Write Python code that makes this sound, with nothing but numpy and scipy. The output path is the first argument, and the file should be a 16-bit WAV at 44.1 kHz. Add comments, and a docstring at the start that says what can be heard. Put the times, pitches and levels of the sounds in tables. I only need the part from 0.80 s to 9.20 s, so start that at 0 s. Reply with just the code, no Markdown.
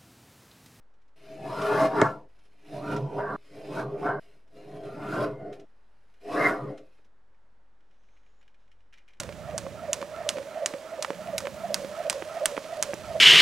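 """Faint paper snaps in a quiet workshop, then five strokes of a lever paper cutter. The steel blade grinds
along the bed edge, ringing board and blade while the sheet tears. In the first stroke the blade sings and the
lever knocks; in the others the board booms as the sheet parts. The sound stops sharply at the end of three
strokes. Afterwards scissors nibble faintly at a card."""
import sys
import numpy as np
from scipy import signal
from scipy.fft import rfft, irfft, next_fast_len
from scipy.io import wavfile
from scipy.ndimage import uniform_filter1d, map_coordinates

SR = 44100
rng = np.random.default_rng(int(sys.argv[2]) if len(sys.argv) > 2 else 0)


def transcribe(signal):
    """Save signal, clipped to [-1, 1], as a 16-bit WAV file at the path in sys.argv[1]."""
    frames = np.atleast_2d(signal).T
    limited = np.clip(frames, -1, 1)
    pcm = np.round(limited * 32767).astype(np.int16)
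    wavfile.write(sys.argv[1], SR, pcm)


N = 370440
T = np.arange(N) / SR

# stereo image of close and distant sounds: (frequency [Hz], left-right likeness [0-1])
NEAR_IMAGE = [(60, 1), (180, 1), (550, 0.92), (1650, 0.92), (3000, .95), (8000, 0.72), (15000, 0.75)]
FAR_IMAGE = [(60, 1), (240, 0.98), (950, 0.47), (3770, 0.96), (15000, 0.86)]
# tone colour of room air, crisp paper and tearing: (frequency [Hz], relative density [dB])
AIR_COLOUR = [(35, -29.5), (60, -11.5), (152, -30), (187, -14), (272, -20), (394, -18), (585, -16.5),
              (642, -20.5), (889, -17), (999, -20), (1590, -22.5), (1790, -24.5), (2360, -31.5),
              (6710, -44), (15500, -61.5)]
CRISP_COLOUR = [(760, -38), (1300, -10.5), (2430, -12), (4010, -14.5), (4580, -24), (5280, -16.5),
                (15000, -47.5)]
TEAR_COLOUR = [(400, -28.5), (1000, -6.5), (2300, -2.5), (2760, -4.5), (3430, -10.5), (4150, -8),
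               (4390, -12.5), (5150, -12), (5710, -15), (7030, -18), (8650, -19.5), (10100, -18.5),
               (13500, -26), (15500, -38)]
# a faint low drone: (frequency [Hz], relative level [dB])
DRONE_TONES = [(44.5, -76.5), (90, -88)]
# paper snaps near the blade: (time [s], relative level [dB])
PAPER_SNAPS = [(0.1374, -68), (0.2154, -66), (0.2788, -66), (0.8154, -31.5), (1.035, -47), (1.492, -72.5),
               (1.5877, -59), (1.651, -60), (2.161, -34.5), (3.674, -63), (4.033, -53), (4.726, -44.5),
               (4.796, -50.5), (5.3376, -60.5), (5.975, -46), (6.2446, -61)]
# one list a stroke; pressure sets the board level, the grind top is the moving upper edge of its band:
# (time [s], board level [dB], grind top [Hz], tearing level [dB])
CUTS = [
    [(0.36, -64, 700, -68), (0.5, -52.5, 720, -60), (0.62, -40.5, 800, -57), (0.73, -36, 1400, -49.5),
     (0.85, -33.5, 1520, -44), (0.93, -25.5, 1588, -40), (0.99, -27, 2232, -42), (1.06, -29.5, 2200, -39.5),
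     (1.1, -35.5, 1600, -53), (1.2, -25.5, 2200, -47), (1.26, -28.5, 1900, -51.5), (1.38, -47, 1200, -69.5),
     (1.48, -65, 800, -85)],
    [(1.49, -73, 780, -75), (1.78, -75, 750, -74), (1.93, -43, 850, -55), (2.06, -36, 1450, -53),
     (2.13, -31.5, 1700, -47), (2.21, -35.5, 1100, -61), (2.3, -37, 950, -63), (2.36, -35, 896, -60),
     (2.4, -32.5, 1800, -57), (2.563, -37.5, 1750, -63)],
    [(2.575, -59, 600, -73), (2.62, -72, 570, -67), (2.74, -49.5, 700, -60), (2.89, -39.5, 1000, -56),
     (3.0, -31.5, 1700, -47.5), (3.07, -37, 1300, -64.5), (3.15, -34.5, 802.5, -65),
     (3.21, -36.5, 896.4, -58), (3.26, -30, 1750, -54), (3.397, -36.5, 1600, -68.5)],
    [(3.41, -67.5, 750, -65), (3.57, -64.5, 750, -70.5), (3.67, -77.5, 750, -83.5), (3.77, -50.5, 760, -63),
     (4.04, -40, 780, -60), (4.15, -42, 780, -60.5), (4.3, -35, 1550, -51), (4.44, -28, 1550, -45.5),
     (4.5, -35.5, 1500, -62), (4.58, -43, 800, -70.5), (4.72, -42, 770, -72), (4.74, -45, 770, -60),
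     (4.79, -48, 760, -72), (4.853, -56.5, 750, -84)],
    [(5.08, -96, 800, -82.5), (5.4, -78.5, 800, -75.5), (5.412, -67, 807, -64.5), (5.46, -44.5, 820, -58.5),
     (5.53, -35, 1300, -49), (5.6, -31.5, 2169, -44), (5.67, -27.5, 2200, -38), (5.76, -36, 1500, -58),
     (5.9, -38, 1000, -65.5), (6.02, -53, 745.6, -73.5), (6.13, -75.5, 700, -74.5), (6.27, -95.5, 697, -82)],
]
# one value a stroke: left against right [dB]
CUT_PAN_DB = [1, -1.3, -0.25, -0.076, 0.12]
# one value a stroke: blade against board at a grind top of 1 kHz [dB], and its rise [dB/octave]
BLADE_MIX_DB = [-1.5, -3, -4, -3.5, -2]
BLADE_RISE_DB = [4, 5.9, 5.6, 3, 5.65]
# resonances, weighted anew by grip and sheet in each stroke:
# (frequency [Hz], width [Hz], relative level [dB], five changes for strokes 1-5 [dB])
BOARD_MODES = [(138.9, 20, -6.5, 0.17, 2.5, 0.99, 1.5, -2.5), (210, 25, -13.5, 0, -1.5, -1, -1, -0.5),
               (299, 21, -6, 0.96, 1, -0.57, -0.5, 8), (372, 40, -13, -0.41, -5, -1, 2, -1.5),
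               (411.2, 15, 0, -1, -3, -0.82, -1.8, -1), (524, 4.8, -4.5, -1.2, -6.5, -2.2, -2, 6.5)]
BLADE_MODES = [(589, 24, -6.5, -4.5, 5.5, 2.5, 1, 6), (652.8, 10, 1.5, 2.5, -0.5, 1.5, -1.5, -10),
               (702.3, 16, -6, -2.5, 6.5, -1.5, -0.5, 2), (761.5, 25, -10, 2, 4, 0, -4, -0.5),
               (878, 18, -13, 7, 2.5, 2.5, -2.5, -4), (956.5, 29, -10, 2.5, 7, 0, -1.5, -6),
               (1093.7, 170, -13, 3, 1.5, 2, 0.5, -0.5), (1168, 41, -9, 5, -4, -3.5, -1, -0.5),
               (1221, 19, -9.5, -3.5, 2.5, 2.5, 2, 2), (1340, 15, -15.5, 7, -7.5, 0, 1.5, -2.5),
               (1346.7, 15, -5, -1, 14, -5, 2, -4), (1406, 18, -7, 1, 8.5, -4, 1, -2.5),
               (1450, 24, -8, -1, -5, 0, 2, -2.5), (1566, 82, -11.5, -3.5, 1, 2.5, -2.5, -3.5),
               (1727, 23, -10, 2, -1, -0.5, 4, 1.5), (1909, 50, -11, -9, -1.5, 2, 0.5, 2.5),
               (2105, 24, -11, 3, -2.5, 3, 6, 8), (2180, 8.1, -10.5, 0, 0, 5, -2, 5)]
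# high steel modes lit by the tearing: (frequency [Hz], width [Hz], relative level [dB])
SHEEN_MODES = [(2440, 40, 2), (2570, 28, -2), (2800, 40, 0), (2990, 30, 0), (3170, 57, 3), (3570, 41, 4.5),
               (4120, 75, -2), (4680, 81, 1.5), (5037, 150, 3), (5420, 52, 5), (5840, 70, 0.5),
               (6500, 33, -1.5), (7776, 49, -3), (8510, 110, -6.5), (9830, 90, 5.5), (11300, 52, 1.5)]
# swell of the singing blade: (time [s], level [dB])
SONG_LEVELS = [(0.38, -76), (0.5, -43.5), (0.62, -51), (0.8, -36.5), (0.86, -28), (0.94, -46), (1.0, -19.5),
               (1.065, -16), (1.12, -36)]
# the lever strikes: (time [s], relative body level [dB], relative crack level [dB])
LEVER_KNOCKS = [(1.2142, 0, -17), (6.186, -52, -73.5)]
# the board booms: (time [s], level [dB])
BOOMS = [(2.22, -33.5), (3.1, -38.5), (4.53, -40), (5.86, -40)]
# the edge bites afresh and the blade rings up: (time [s], boost [dB])
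EDGE_CATCHES = [(2.39, 4), (3.27, 5), (5.62, 2)]
# scissor blades rub: (time [s], level [dB])
RUB_LEVELS = [(6.9, -95), (7.17, -81), (7.6, -78), (7.75, -85), (8.4, -88)]
# scissor blades bite the card: (time [s], relative level [dB])
CARD_BITES = [(7.0054, -60), (7.1094, -58.5), (7.4634, -58.5), (7.6124, -55), (7.6271, -55.5),
              (7.6783, -52.5), (7.7443, -58.5), (7.9158, -51.5), (8.1264, -49.5), (8.131, -47),
              (8.1384, -46), (8.1754, -52.5), (8.1823, -49), (8.279, -48), (8.285, -50), (8.3046, -58),
              (8.3345, -52)]
# resonances of the card: (frequency [Hz], width before widening [Hz], relative level [dB])
CARD_MODES = [(1600, 40, -4), (2070, 140, 4), (2424, 40, 4.5), (2880, 46, 5), (3220, 33, -5.5),
              (3760, 13, -6), (5200, 39, -26)]
# a thin rising squeak: (time [s], frequency [Hz], level [dB])
SQUEAK_GLIDE = [(7.18, 6100, -91), (7.62, 6900, -88)]

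BOOM_HALF_WIDTH_S = 0.052


def amp(db):
    return 10 ** (np.asarray(db) / 20)


def unit(x):
    return x / np.sqrt(np.mean(x ** 2) + 1e-20)


def along(points, hz):
    """Read (Hz, value) points on a log frequency axis."""
    f, v = np.transpose(points)
    return np.interp(np.log(hz + 1), np.log(f + 1), v)


def level(s, db):
    """A fader ride through dB points, silent outside them, with edges a few ms soft."""
    return uniform_filter1d(amp(np.interp(T, s, db, left=-200, right=-200)), size=150)


def wobble(rate):
    """A smooth random curve, rate knots a second."""
    return map_coordinates(rng.standard_normal(int(N * rate / SR) + 4), [T * rate])


def patches(shape, bins, frames):
    """A random field of rms 1, smooth over some bins and frames."""
    field = uniform_filter1d(rng.standard_normal(shape), size=bins, axis=0)
    field = uniform_filter1d(field, size=frames, axis=1)
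    return unit(uniform_filter1d(field, size=frames, axis=1))


def swell(rows, width):
    """Sum of bell-shaped bumps at (s, height)."""
    return sum(h * np.exp(-((T - s) / width) ** 2) for s, h in rows)


def bursts(rows, t60, tail_db, rise_s):
    """Envelope of (s, dB) hits that die by 60 dB in t60 seconds, with a weak room tail."""
    env = np.zeros(N + SR)
    t = np.arange(SR // 4) / SR
    fall = amp(-60 * t / t60) + amp(tail_db - 60 * t / .3)
    for s, db in rows:
        env[round(s * SR):][:len(t)] += amp(db) * fall * (1 - np.exp(-t / rise_s))
    return env[:N]


def filtered(x, response):
    """Filter x by a complex response of frequency."""
    n = x.shape[-1]
    m = next_fast_len(n + SR // 2)
    return irfft(rfft(x, m) * response(np.fft.rfftfreq(m, 1 / SR)), m)[..., :n]


def band(hz, low, high=np.inf, steep=4):
    """Gain of a low cut with an optional high cut of order steep."""
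    return 1 / (1 + (low / (hz + 1)) ** 4 + (hz / high) ** steep)


def modes(table, hz, widen=1):
    """Causal response of (Hz, width, dB) resonances."""
    return sum((-1) ** k * amp(db) * 1j * hz * w * widen / (c * c - hz * hz + 1j * hz * w * widen)
               for k, (c, w, db, *_) in enumerate(table))


def stereo_noise(image):
    """White noise with the given left-right likeness."""
    def mid_side(hz):
        turn = np.arccos(along(image, hz)) / 2
        return np.array([np.cos(turn), np.sin(turn)])
    mid, side = filtered(rng.standard_normal((2, N)), mid_side)
    return np.array([mid + side, mid - side])


def coloured_noise(image, response):
    return unit(filtered(stereo_noise(image), response))


def narrow_noise(hz, spread):
    """Noise of rms 1 in a band that follows hz, about spread Hz wide."""
    phase = 2 * np.pi * np.cumsum(np.broadcast_to(hz, N)) / SR
    return unit(wobble(spread) * np.cos(phase) + wobble(spread) * np.sin(phase))


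def stroke_at(s):
    return np.searchsorted([rows[0][0] for rows in CUTS[1:]], s)


def workshop_air():
    """Soft room noise that breathes slightly."""
    return amp(-71.5 + .8 * wobble(3)) * coloured_noise(FAR_IMAGE, lambda hz: amp(along(AIR_COLOUR, hz)))


def low_drone(cutter_level):
    """A faint wavering drone near 45 and 90 Hz that ducks while the cutter is loud."""
    drone = 0
    for hz, db in DRONE_TONES:
        gain = amp(db + 9 + 2.8 * wobble(4.4))
        drift = 18 * np.cumsum(wobble(5.9)) / SR
        drone += gain * np.sin(2 * np.pi * hz * T + drift)
    return drone / (1 + (cutter_level / amp(-42.5)) ** 3)


def paper_snaps():
    """Puffs of crisp noise from the sheet."""
    crisp = coloured_noise(NEAR_IMAGE, lambda hz: amp(0.89 * along(CRISP_COLOUR, hz)))
    return bursts(PAPER_SNAPS, t60=0.059, tail_db=-18, rise_s=.003) * amp(-4) * crisp


def grind(body, top_hz, judder, steep, leak_db, wander_db):
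    """Rough steel slides over steel and drives a body; the contact travels, so modes swell and fade."""
    hz, s, roughness = signal.stft(stereo_noise(NEAR_IMAGE) * judder, SR, nperseg=1024)
    top = np.interp(s, T, top_hz)
    ratio = hz[:, None] / top
    drive = 1 / np.sqrt(1 + ratio ** steep) + amp(leak_db) / (1 + ratio ** 2)
    columns = np.transpose(body)
    grip_db = np.transpose([np.interp(hz, columns[0], db) for db in columns[3:]])
    tilt_db = -0.5 * np.log2(hz[:, None] / 500 + .1) * np.log2(top / 1300)
    drive *= amp(grip_db[:, stroke_at(s)] + tilt_db + wander_db * patches(drive.shape, 2, 9))
    # hold the loudness while the colour moves
    body_power = uniform_filter1d(np.abs(modes(body, np.arange(SR // 2))) ** 2, size=65)
    drive /= np.sqrt(np.mean(drive ** 2 * body_power[hz.astype(int) - 1, None], axis=0))
    friction = signal.istft(roughness * drive, SR, nperseg=1024)[1][:, :N]
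    return unit(filtered(friction, lambda f: modes(body, f) * band(f, 95)))


def blade_gain(top_hz, settle_s=.08, hush_db=-4.5):
    """Blade against board: it rings more as the grind top rises and at each catch, less in a boom."""
    stroke = stroke_at(T)
    rise_db = np.take(BLADE_RISE_DB, stroke) * np.log2(top_hz / 1000)
    catch_db = sum(db * (T > s) * np.exp(-np.abs(T - s) / settle_s) for s, db in EDGE_CATCHES)
    duck_db = swell([(s, hush_db) for s, _ in BOOMS], BOOM_HALF_WIDTH_S)
    return amp(np.take(BLADE_MIX_DB, stroke) + rise_db + uniform_filter1d(catch_db, size=1200) + duck_db)


def tearing(paper_level, board_level, judder):
    """Fibres crackle as they part and light the steel's high modes."""
    fibres = unit(amp(0.82 * wobble(350) + 1.1 * wobble(30)) * judder ** 0.35)
    spectrum = signal.stft(stereo_noise(NEAR_IMAGE) * fibres, nperseg=1024)[2]
    flicker = amp(3.5 * patches(spectrum.shape[1:], 2, 6))
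    hiss = signal.istft(spectrum * flicker, nperseg=1024)[1][:, :N]
    colour = lambda hz: amp(along(TEAR_COLOUR, hz)) * (1.8 + np.abs(modes(SHEEN_MODES, hz)))
    tear = unit(filtered(hiss, colour))
    # clean tearing is brighter than the rub of a returning blade
    brightness = np.clip(paper_level / (board_level + 1e-6) * amp(13.5), .05, 1.4) ** 0.13
    treble = filtered(tear, lambda hz: band(hz, 6500))
    return paper_level * (tear + (brightness - 1) * treble)


def cutter():
    """The edge catches and slips, shaking board and blade. Returns the sound and the grind level."""
    strokes = [np.transpose(rows) for rows in CUTS]
    times, _, tops, tear_db = np.concatenate(strokes, axis=1)
    top_hz = np.interp(T, times, tops)
    board_level = sum(level(s, db) for s, db, _, _ in strokes)
    blade_level = board_level * blade_gain(top_hz)
    booms = board_booms()
    judder = unit(amp(0.37 * wobble(70) + 1.2 * wobble(16)))
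    paper = tearing(level(times, tear_db), board_level, judder)
    wood = board_level * grind(BOARD_MODES, top_hz, judder, steep=27, leak_db=-20, wander_db=2.5)
    steel = blade_level * grind(BLADE_MODES, top_hz, judder, steep=57, leak_db=-5, wander_db=4.5)
    pan_db = np.take(CUT_PAN_DB, stroke_at(T))
    return (booms + wood + steel + paper) * amp([pan_db / 2, -pan_db / 2]), board_level + blade_level


def blade_song(pitch_hz=641):
    """The long blade sings near its strongest mode in the first stroke."""
    gain = level(*np.transpose(SONG_LEVELS)) * amp(2 * wobble(14.8))
    hz = pitch_hz + 4 * wobble(11.98)
    return gain * np.sin(2 * np.pi * np.cumsum(hz) / SR)


def lever_knocks(delay_at_1khz_s=0.0028):
    """A short blow runs through blade and board as bending waves, treble first; a bright crack leads."""
    def response(hz):
        bend = np.exp(-4j * np.pi * delay_at_1khz_s * np.sqrt(1000 * hz))
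        push = lambda soft_hz: bend / (1 + 1j * hz / soft_hz) ** 2
        wood = amp(40) * modes(BOARD_MODES, hz, widen=2.5) * push(706) * band(hz, 100)
        steel = amp(34) * modes(BLADE_MODES, hz, widen=6) * push(3000)
        click = amp(17) * push(2452) * band(hz, 200, 2500)
        return wood + steel + click
    blows = np.zeros(N)
    for s, db, _ in LEVER_KNOCKS:
        blows[round(s * SR)] = amp(db)
    ring = filtered(signal.unit_impulse(SR // 2), response)
    cracks = bursts([(s + .0006, db) for s, _, db in LEVER_KNOCKS], t60=.02, tail_db=-24.5, rise_s=.00033)
    bright = coloured_noise(NEAR_IMAGE, lambda hz: band(hz, 1200, 8500, steep=12))
    return signal.fftconvolve(blows, ring)[:N] + amp(-7.5) * cracks * bright


def board_booms():
    """The sheet has parted and the board booms on its lowest mode."""
    gain = swell([(s, amp(db)) for s, db in BOOMS], BOOM_HALF_WIDTH_S)
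    return gain * narrow_noise(BOARD_MODES[0][0], spread=25)


def scissors(start_s=6.4, end_s=8.8):
    """Clear bites and faint random nibbles ring the card's modes over a soft rub and a thin squeak."""
    def card(hz):
        ring = amp(-3.5) * modes(CARD_MODES, hz, widen=2.5) / (1 + (hz / 7000) ** 2)
        return amp(along(CRISP_COLOUR, hz)) + ring
    when, size = rng.random(size=(20, 2)).T
    nibbles = zip(start_s + when * (end_s - start_s), -65.5 + 6 * size)
    hits = bursts([*CARD_BITES, *nibbles], t60=0.0333, tail_db=-19, rise_s=0.00045)
    bites = amp(-7.5) * hits * coloured_noise(FAR_IMAGE, card)
    rub_level = level(*np.transpose(RUB_LEVELS)) * amp(3 * wobble(25))
    rub = rub_level * coloured_noise(FAR_IMAGE, lambda hz: amp(0.98 * along(CRISP_COLOUR, hz)))
    s, hz, db = np.transpose(SQUEAK_GLIDE)
    squeak = level(s, db) * amp(2 * wobble(18)) * narrow_noise(np.interp(T, s, hz), spread=700)
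    return bites + rub + squeak


def scene():
    strokes, cutter_level = cutter()
    cutting = strokes + blade_song() + lever_knocks() + paper_snaps() + scissors()
    return cutting + workshop_air() + low_drone(cutter_level)


def record(dry):
    """The camera keeps nothing above its band limit and sits slightly off zero."""
    return filtered(dry, lambda hz: hz < 15665) - .0029


dry = scene()
out = record(dry)
transcribe(out)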